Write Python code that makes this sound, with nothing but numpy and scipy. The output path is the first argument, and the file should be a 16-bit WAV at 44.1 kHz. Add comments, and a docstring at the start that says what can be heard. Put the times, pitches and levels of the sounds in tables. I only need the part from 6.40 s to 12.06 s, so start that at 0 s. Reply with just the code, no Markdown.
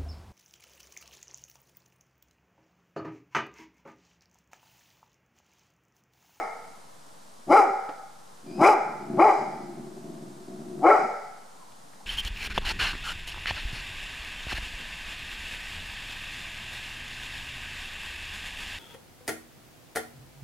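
"""On a lawn a large dog's bark ends and echoes; from 1.1 s it barks four times more, with low growls between.
Barks are harmonics under an arch of pitch through an opening mouth; growls are slow beats in a shut muzzle.
A dull tick falls at 1.5 s, a thin nasal whine (gliding tones) at 2.05 s, far yaps and faint ticks after 5.1 s.
Fence and trees throw all of it back as echoes and scatter, and leaves (shaped noise) hiss throughout.
A gain control holds the loud barks down."""
import sys
import numpy as np
from scipy import signal
from scipy.fft import rfft, irfft, next_fast_len
from scipy.io import wavfile
from scipy.ndimage import uniform_filter1d

SR = 44100
rng = np.random.default_rng(int(sys.argv[2]) if len(sys.argv) > 2 else 0)


def generate_wav(signal):
    """Clip the signal to [-1, 1] and save it as 16-bit WAV at the path in sys.argv[1]."""
    frames = np.transpose(np.atleast_2d(signal))
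    scaled = np.clip(frames, -1, 1) * 32767
    pcm = np.round(scaled).astype(np.int16)
    wavfile.write(sys.argv[1], SR, pcm)


N = 249606
LEAD = SR // 2  # samples of sound before 0 s


def gain_of(db):
    """The decibel law: 20 dB is a factor of ten in amplitude."""
    return 10 ** (np.asarray(db) / 20)


def evened(x):
    """Normalisation of power: scales to rms 1."""
    return x / np.sqrt(np.mean(x ** 2) + 1e-20)


def read(points, hz):
    """Interpolation of (Hz, value) points on a logarithmic frequency axis."""
    f, value = np.transpose(points)
    return np.interp(np.log(hz + 1), np.log(f + 1), value)


def add(mix, s, sound):
    """Superposition: adds a sound at time s to a track that starts LEAD samples early."""
    part = mix[max(round(s * SR) + LEAD, 0):][:len(sound)]
    part += sound[:len(part)]


def coloured(x, points):
    """Linear filtering: multiplies the spectrum of x by a curve of (Hz, dB) points."""
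    gain = gain_of(read(points, np.fft.rfftfreq(len(x), 1 / SR)))
    return irfft(rfft(x) * gain, len(x))


def wander(count, hz):
    """Low-passed noise: a smooth random course of about rms 1 that moves up to hz times a second."""
    size = next_fast_len(count + SR // 10)
    f = np.fft.rfftfreq(size, 1 / SR)
    noise = rfft(rng.standard_normal(size))
    return evened(irfft(noise / (1 + (f / hz) ** 4)))[:count]


def resonate(x, hz, width):
    """Resonance: shifts hz to zero, low-passes there and shifts back, with gain 1 at the peak."""
    turn = np.exp(2j * np.pi * np.cumsum(hz * np.ones(len(x))) / SR)
    r = np.exp(-np.pi * width / SR)
    return 2 * (turn * signal.lfilter([1 - r], [1, -r], x / turn + 1e-18)).real


# Barks; the first starts before 0 s, so only its end and its echo are heard. Each row: start in seconds,
# length in seconds, effort in dB, top pitch in Hz, time to top pitch in seconds, time to open the jaw in seconds,
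# roughness from 0 to 1, brightness of the bite in dB at 2 kHz, brightness after it in dB at 2 kHz, treble toward
# the listener as the head turns in dB at 5 kHz, mouth size as a factor on the throat's resonances.
BARK_ROWS = [(-.15, .125, -20.5, 462.3, .11, 0.025, .35, 4, 3, -8, 0.968),
             (1.102, 0.13, -11.5, 438.9, .064, 0.022, 0.51, 0.5, -2.5, 2, 0.99),
             (2.204, 0.13, -12.5, 428.5, .085, 0.033, 0.61, 5, -2.5, 5, 1.037),
             (2.788, .129, -13, 445, .07, 0.0098, 0.5, 2.5, -2, -9, 0.987),
             (4.434, 0.13, -12.5, 439.9, .088, 0.026, .65, 0.5, -2, -10, 0.997)]


def add_barks(direct, thrown):
    """Directivity: treble beams forward, so a head turned away sends more of it by way of the yard."""
    for s, length, force_db, *shape, facing_db, mouth in BARK_ROWS:
        sound = coloured(bark(length, force_db, shape, mouth), [(40, -18), (120, 0)])
        add(direct, s - LEAD_IN_S, coloured(sound, [(1900, 0.0063), (5000, facing_db)]))
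        add(thrown, s - LEAD_IN_S, coloured(sound, [(1900, 0), (5000, -.3 * facing_db)]))


WAVER = .012  # slow bends of the pitch, rms share of it
# A narrow whistle of air past the teeth: Hz at mouth size 1, width in Hz, dB relative to the hiss
TEETH_HZ, TEETH_WIDTH_HZ, TEETH_DB = 4790, 210, -11
# Throat and mouth at size 1, with resonances near 380, 810, 1300 and 2300 Hz.
# Each row: frequency in Hz, relative level in dB.
THROAT_RESPONSE = [(90, -22), (240, -5.5), (365, -3.5), (430, -9), (500, -2), (590, -7.5), (810, 4),
                   (1060, -8.5), (1300, -3.5), (1520, -18), (1750, -27.5), (2020, -19), (2320, -11),
                   (2530, -35.5), (2780, -44), (4200, -49.5)]
# Air rushing past the teeth. Each row: frequency in Hz, relative level in dB per Hz.
RASP_SPECTRUM = [(1500, -39), (3000, 4.5), (3450, -29), (4050, 1.5), (4450, -22), (4850, 2.5), (5700, -2.5),
                 (7500, -7), (11000, -11.5), (15000, -58)]


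def bark(length, force_db, shape, mouth, rasp_db=-32.0, rasp_fade_db_per_s=20):
    """Source and filter: harmonics slide through the throat; strain splits and shakes the beat, adding air."""
    t = np.arange(-LEAD_IN_S, length + GRUNT_S, 1 / SR)
    effort_db, hz, rough, bright_db = gesture(t, length, *shape)
    jitter = .012 + .09 * rough ** 2
    bends = WAVER * wander(len(t), hz=25.2) + jitter * wander(len(t), hz=161)
    turns = np.cumsum(hz * (1 + bends)) / SR

    # the jaw is still half shut at the low ends of the arch
    opening = mouth * np.minimum(hz / 340, 1) ** 0.44
    voice = 0
    for k in np.arange(2, 25) / 2:
        # folds that beat strong-weak put unsteady lines halfway between the harmonics
        if k % 1:
            size = 1.4 * rough * wander(len(t), hz=40)
        else:
            size = 1 + rough * wander(len(t), hz=40)
        tilt = np.clip(np.log2(k * hz / 1000), -.4, 1)  # octaves above 1 kHz
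        colour_db = read(THROAT_RESPONSE, k * hz / opening) + bright_db * tilt
        voice = voice + size * gain_of(colour_db) * np.cos(2 * np.pi * (k * turns + rng.random()))
    # level out the running power: lung pressure sets the loudness
    voice /= np.sqrt(abs(uniform_filter1d(voice ** 2, size=600)) + 1e-12)

    puffs = (.5 + np.exp(-(turns % 1) / 0.14)) * rng.standard_normal(len(t))
    puffs = coloured(puffs, [(170, -20), (330, 3)])  # little air noise lies under the pitch
    throat = [(f * mouth, db) for f, db in THROAT_RESPONSE]
    hoarse = .5 * rough * evened(coloured(puffs, throat))

    # the rush of air sputters, is strongest as the mouth flies open, and then runs out
    rush_db = 0.15 * bright_db - rasp_fade_db_per_s * abs(t - t[np.argmax(bright_db)])
    sputter_db = 2 * wander(len(t), hz=70)
    hiss = coloured(puffs, RASP_SPECTRUM)
    whistle = gain_of(TEETH_DB) * evened(resonate(hiss, TEETH_HZ * mouth, TEETH_WIDTH_HZ))
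    rasp = gain_of(rasp_db + rush_db + sputter_db) * (evened(hiss) + whistle)
    return gain_of(effort_db + force_db) * (voice + hoarse + rasp) * signal.windows.tukey(len(t), .05)


# pitch climbs from START_HZ to its top, settles, and drops into a closing grunt
START_HZ, CLIMB_EASE, SETTLE_HZ, SETTLE_S, GRUNT_HZ = 289.7, 1.15, 393.8, 0.03014, 163.3
# loudness swells as the jaw opens, sags as the air runs out, and is cut off into the grunt
LEAD_IN_S, LEAD_IN_DB_PER_S, ONSET_DB, ATTACK_SHARE, SAG_DB = .035, 900, -12, 0.38, -6.5
RELEASE_S, RELEASE_DB, GRUNT_S, GRUNT_DB = 0.025, -14.5, .085, -26
# brightness at 2 kHz: dull with the jaw shut, a bite as it flies open, then steady
SHUT_DB, BITE_S = -12.5, 0.04
# the voice turns hoarse toward the top of the pitch and clears by the share ROUGH_EASING as it settles
ROUGH_START, ROUGH_EASING = 0.35, 0.26


def gesture(t, length, top_hz, top_s, open_s, roughness, bite_db, held_db):
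    """Articulation: breath and jaw set level dB, pitch Hz, roughness and brightness dB at times t of a bark."""
    climb = np.minimum(t / top_s, 1)
    settled = 1 - np.exp(-(np.maximum(t - top_s, 0) / SETTLE_S) ** 2)
    closing = np.clip((t - length) / GRUNT_S, 0, 1)

    hz = top_hz + (START_HZ - top_hz) * (1 - climb) ** CLIMB_EASE + (SETTLE_HZ - top_hz) * settled
    hz = hz + (GRUNT_HZ - hz) * closing

    lead_in_db = LEAD_IN_DB_PER_S * np.minimum(t, 0)
    attack_db = lead_in_db + ONSET_DB * np.exp(-np.maximum(t, 0) / (ATTACK_SHARE * open_s))
    sag_db = SAG_DB * np.clip(t / length, 0, 1) ** 4
    release_db = np.interp(t - length, [0, RELEASE_S, GRUNT_S], [0, RELEASE_DB, GRUNT_DB])

    jaw = np.clip(t / open_s, 0, 1) ** 2 * (1 - closing ** 2)
    open_db = held_db + (bite_db - held_db) * np.exp(-(np.maximum(t - open_s, 0) / BITE_S) ** 2)
    bright_db = SHUT_DB + (open_db - SHUT_DB) * jaw

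    rough = ROUGH_START + (roughness - ROUGH_START) * np.maximum(climb, 0) ** 2
    rough = np.clip(rough * (1 - ROUGH_EASING * settled), 0, 1)
    return attack_db + sag_db + release_db, hz, rough, bright_db


GROWL_HZ = 73  # mean beat rate of the folds
GROWL_ATTACK_S, GROWL_SWELL_S, GROWL_RELEASE_S = 0.038, 0.15, 0.0075
# Resonances with the mouth shut, each passed twice.
# Each row: frequency in Hz, width of one pass in Hz, relative level in dB.
MUZZLE_RESONANCES = [(160.7, 69.3, -5), (209.3, 74, -1), (282.5, 65, -4.5), (359, 25.7, 6), (662, 63, -8),
                     (965, 572, -41)]
# The shut muzzle swallows the depths and the gap between its resonances. Each row: frequency in Hz, gain in dB.
MUFFLE_RESPONSE = [(60, -16), (140, 1.5), (380, 0.5), (490, -3.5), (650, -0.5), (900, 4)]
# Growls that hold their level, then swell into a bark or die away.
# Each row: start in seconds, length in seconds, held level in dB, closing swell in dB.
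GROWL_ROWS = [(1.052, .08, -63, 36), (1.24, .075, -43.5, -6), (2.016, 0.21, -54.5, 30.5),
              (2.39, .405, -46, 19), (2.97, 1.12, -41, -10.5), (4.051, .4, -42, 6.5),
              (4.58, .1, -36.5, -4.5)]


def growls(jitter=.17, hoarse=.6):
    """Pulse excitation: slow, slightly uneven beats of the folds ring the shut muzzle."""
    for s, length, db, swell_db in GROWL_ROWS:
        t = np.arange(0, length, 1 / SR)
        turns = np.cumsum(GROWL_HZ * (1 + jitter * wander(len(t), hz=50.73))) / SR
        beats = np.diff(np.floor(turns), prepend=0) * rng.uniform(0.064, 1, len(t))
        drive = evened(beats) + hoarse * rng.standard_normal(len(t))
        voice = 0
        for hz, width, ring_db in MUZZLE_RESONANCES:
            voice = voice + gain_of(ring_db) * resonate(resonate(drive, hz, width), hz, width)
        voice = evened(coloured(voice, MUFFLE_RESPONSE))
        gate = np.minimum(np.minimum(t / GROWL_ATTACK_S, (length - t) / GROWL_RELEASE_S), 1)
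        level_db = db + swell_db * np.exp((t - length) / GROWL_SWELL_S)
        yield s, gate * gain_of(level_db) * voice


WHINE_AT_S, WHINE_S, WHINE_DB = 2.05, .17, -55.5  # level before the swell
WHINE_HZ, WHINE_RISE_HZ_PER_S = 2350, 1400


def whine(overtone=1.0):
    """Frequency modulation: a thin, wavering nasal whistle that swells as the dog gathers itself."""
    t = np.arange(0, WHINE_S, 1 / SR)
    hz = WHINE_HZ + WHINE_RISE_HZ_PER_S * t
    angle = 2 * np.pi * np.cumsum(hz * (1 + .035 * wander(len(t), hz=300))) / SR
    swell = np.sqrt(t / WHINE_S) * signal.windows.tukey(len(t), .3)
    tone = evened(np.sin(angle) + overtone * np.sin(2 * angle))
    return WHINE_AT_S, gain_of(WHINE_DB) * swell * tone


# Small dull ticks and crackles. Each row: start in seconds, peak level in dB, ring in Hz.
TICK_ROWS = [(1.49, -26, 670), (5.32, -51, 2980), (5.533, -46, 1270)]


def ticks(decay_s=0.011):
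    """Impulsive noise: a decaying burst through a broad band around the ring is a brief, dull crackle."""
    t = np.arange(SR // 20) / SR
    for s, db, hz in TICK_ROWS:
        burst = rng.standard_normal(len(t)) * np.exp(-t / decay_s)
        band = signal.butter(2, [hz / 2, hz * 1.6], "bandpass", fs=SR, output="sos")
        snap = signal.sosfilt(band, burst)
        yield s, gain_of(db) * snap / abs(snap).max()


# Short yaps of a dog far away. Each row: start in seconds, level in dB, pitch in Hz, length in seconds.
YAP_ROWS = [(5.176, -60.5, 992, 0.096), (5.271, -63, 978, 0.045), (5.598, -56.5, 824, 0.026)]


def yaps():
    """Loss over distance: only the strongest resonance of a bark is left, one wavering tone."""
    for s, db, hz, length in YAP_ROWS:
        count = int(length * SR)
        angle = 2 * np.pi * np.cumsum(hz * (1 + 0.074 * wander(count, hz=121.2))) / SR
        yield s, gain_of(db) * evened(np.hanning(count) * np.sin(angle))


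# The dog stands a little to the left. Each row: frequency in Hz, left minus right in dB.
EAR_BALANCE = [(130, -.5), (260, 0), (500, 5.5), (1000, 1.5), (5000, 4.5)]


def to_ears(direct):
    """Interaural level difference: half the balance is added on the left and half taken on the right."""
    return np.array([coloured(direct, [(hz, side * db / 2) for hz, db in EAR_BALANCE]) for side in (1, -1)])


# Ground, fence and tree trunks. Each row: delay in seconds, left level in dB, right level in dB.
ECHO_ROWS = [(.0037, -13, -16.5), (.021, -20.5, -9), (.066, -16, -32), (0.089, -18, -14),
             (.135, -22.5, -26.5)]
# Reverberation time of the scatter. Each row: frequency in Hz, time to fall 60 dB in seconds.
SCATTER_T60 = [(150, 0.5), (400, 0.73), (800, 0.95), (1400, 1.05), (2300, 0.92), (5000, 1.3), (12000, 0.17)]
# Colour of the scatter. Each row: frequency in Hz, relative level in dB.
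SCATTER_COLOUR = [(120, 2), (300, -31), (490, 8), (630, 1.5), (840, 5), (1050, -8.5), (1400, 4), (1900, 6),
                  (2500, -1), (5200, 4), (8000, 8.5), (12000, -16)]


def yard(x, wet_db=-10.0, same=0.58, build_s=0.029):
    """Reverberation: a few distinct echoes and dense scatter from the trees, each band dying at its own speed."""
    signs = rng.choice([-1., 1.], (3, 2 * SR))
    taps = signs * (rng.random((3, 2 * SR)) < 3000 / SR)  # about 3000 arrivals a second
    taps = np.sqrt(same) * taps[2] + np.sqrt(1 - same) * taps[:2]  # partly shared by both ears
    hz, t, z = signal.stft(taps, SR, nperseg=256)
    decay_db = -60 * t / read(SCATTER_T60, hz)[:, None]
    z = z * (1 - np.exp(-t / build_s)) * gain_of(read(SCATTER_COLOUR, hz)[:, None] + decay_db)
    tail = signal.istft(z, SR, nperseg=256)[1]
    tail *= gain_of(wet_db) / np.linalg.norm(tail[0])
    for delay, left_db, right_db in ECHO_ROWS:
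        tail[:, round(delay * SR)] += gain_of([left_db, right_db])
    return signal.fftconvolve(x[None], tail, axes=1)[:, :len(x)]


AIR_DB = -52.5  # rms level
# Leaves and far-off hum. Each row: frequency in Hz, relative level in dB per Hz.
AIR_SPECTRUM = [(15, -45), (25, -19), (56, -24), (173, -3.5), (209, -5), (399, -11), (469, -5.5),
                (597, -7.5), (665, -5), (995, -4), (1200, -9), (2420, -20.5), (4140, -18), (9030, -19),
                (15500, -34)]
# Likeness of left and right in the air. Each row: frequency in Hz, correlation from -1 to 1.
AIR_LIKENESS = [(60, 1), (240, 0.51), (950, -0.4), (3770, 0.66), (15000, 0.51)]


def air():
    """Diffuse stationary noise: leaves and far-off hum as a soft steady hiss, partly alike at both ears."""
    frames, hz = N // 256 + 5, np.fft.rfftfreq(1024, 1 / SR)
    a, b, c, d = rng.standard_normal((frames, 513, 4)).T
    same = read(AIR_LIKENESS, hz)[:, None]
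    left, other = a + 1j * b, c + 1j * d
    z = np.array([left, same * left + np.sqrt(1 - same ** 2) * other])
    z *= gain_of(read(AIR_SPECTRUM, hz)[:, None])
    hiss = signal.istft(z, nperseg=1024, noverlap=768)[1][:, :N]
    return gain_of(AIR_DB) * evened(hiss)


def scene():
    """Superposition of direct sound a little left of centre, the yard's answer and the air."""
    direct, thrown = np.zeros((2, LEAD + N))
    add_barks(direct, thrown)
    for s, sound in [*growls(), whine(), *ticks(), *yaps()]:
        add(direct, s, sound)
        add(thrown, s, sound)
    return (to_ears(direct) + yard(thrown))[:, LEAD:] + air()


EDGE_HZ = 15450  # upper band limit


def record(dry, threshold_db=-17, peak_fall_db_per_s=9, strength=0.23):
    """Compression: gain dips by a share of the held excess and creeps back; then a small offset and low-pass."""
    power_db = 10 * np.log10(abs(uniform_filter1d((dry ** 2).mean(0), size=300)) + 1e-12)
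    fall_db = np.arange(N) * peak_fall_db_per_s / SR
    held_db = np.maximum.accumulate(power_db + fall_db) - fall_db  # peaks, held and slowly falling
    over_db = np.maximum(held_db - threshold_db, 0)
    ducked = dry / gain_of(strength * uniform_filter1d(over_db, size=200))
    low_pass = signal.firwin(511, EDGE_HZ, window=("kaiser", 9), fs=SR)
    return signal.oaconvolve(ducked - .003, low_pass[None], "same")  # the converter's offset is .003


dry = scene()
out = record(dry)
generate_wav(out)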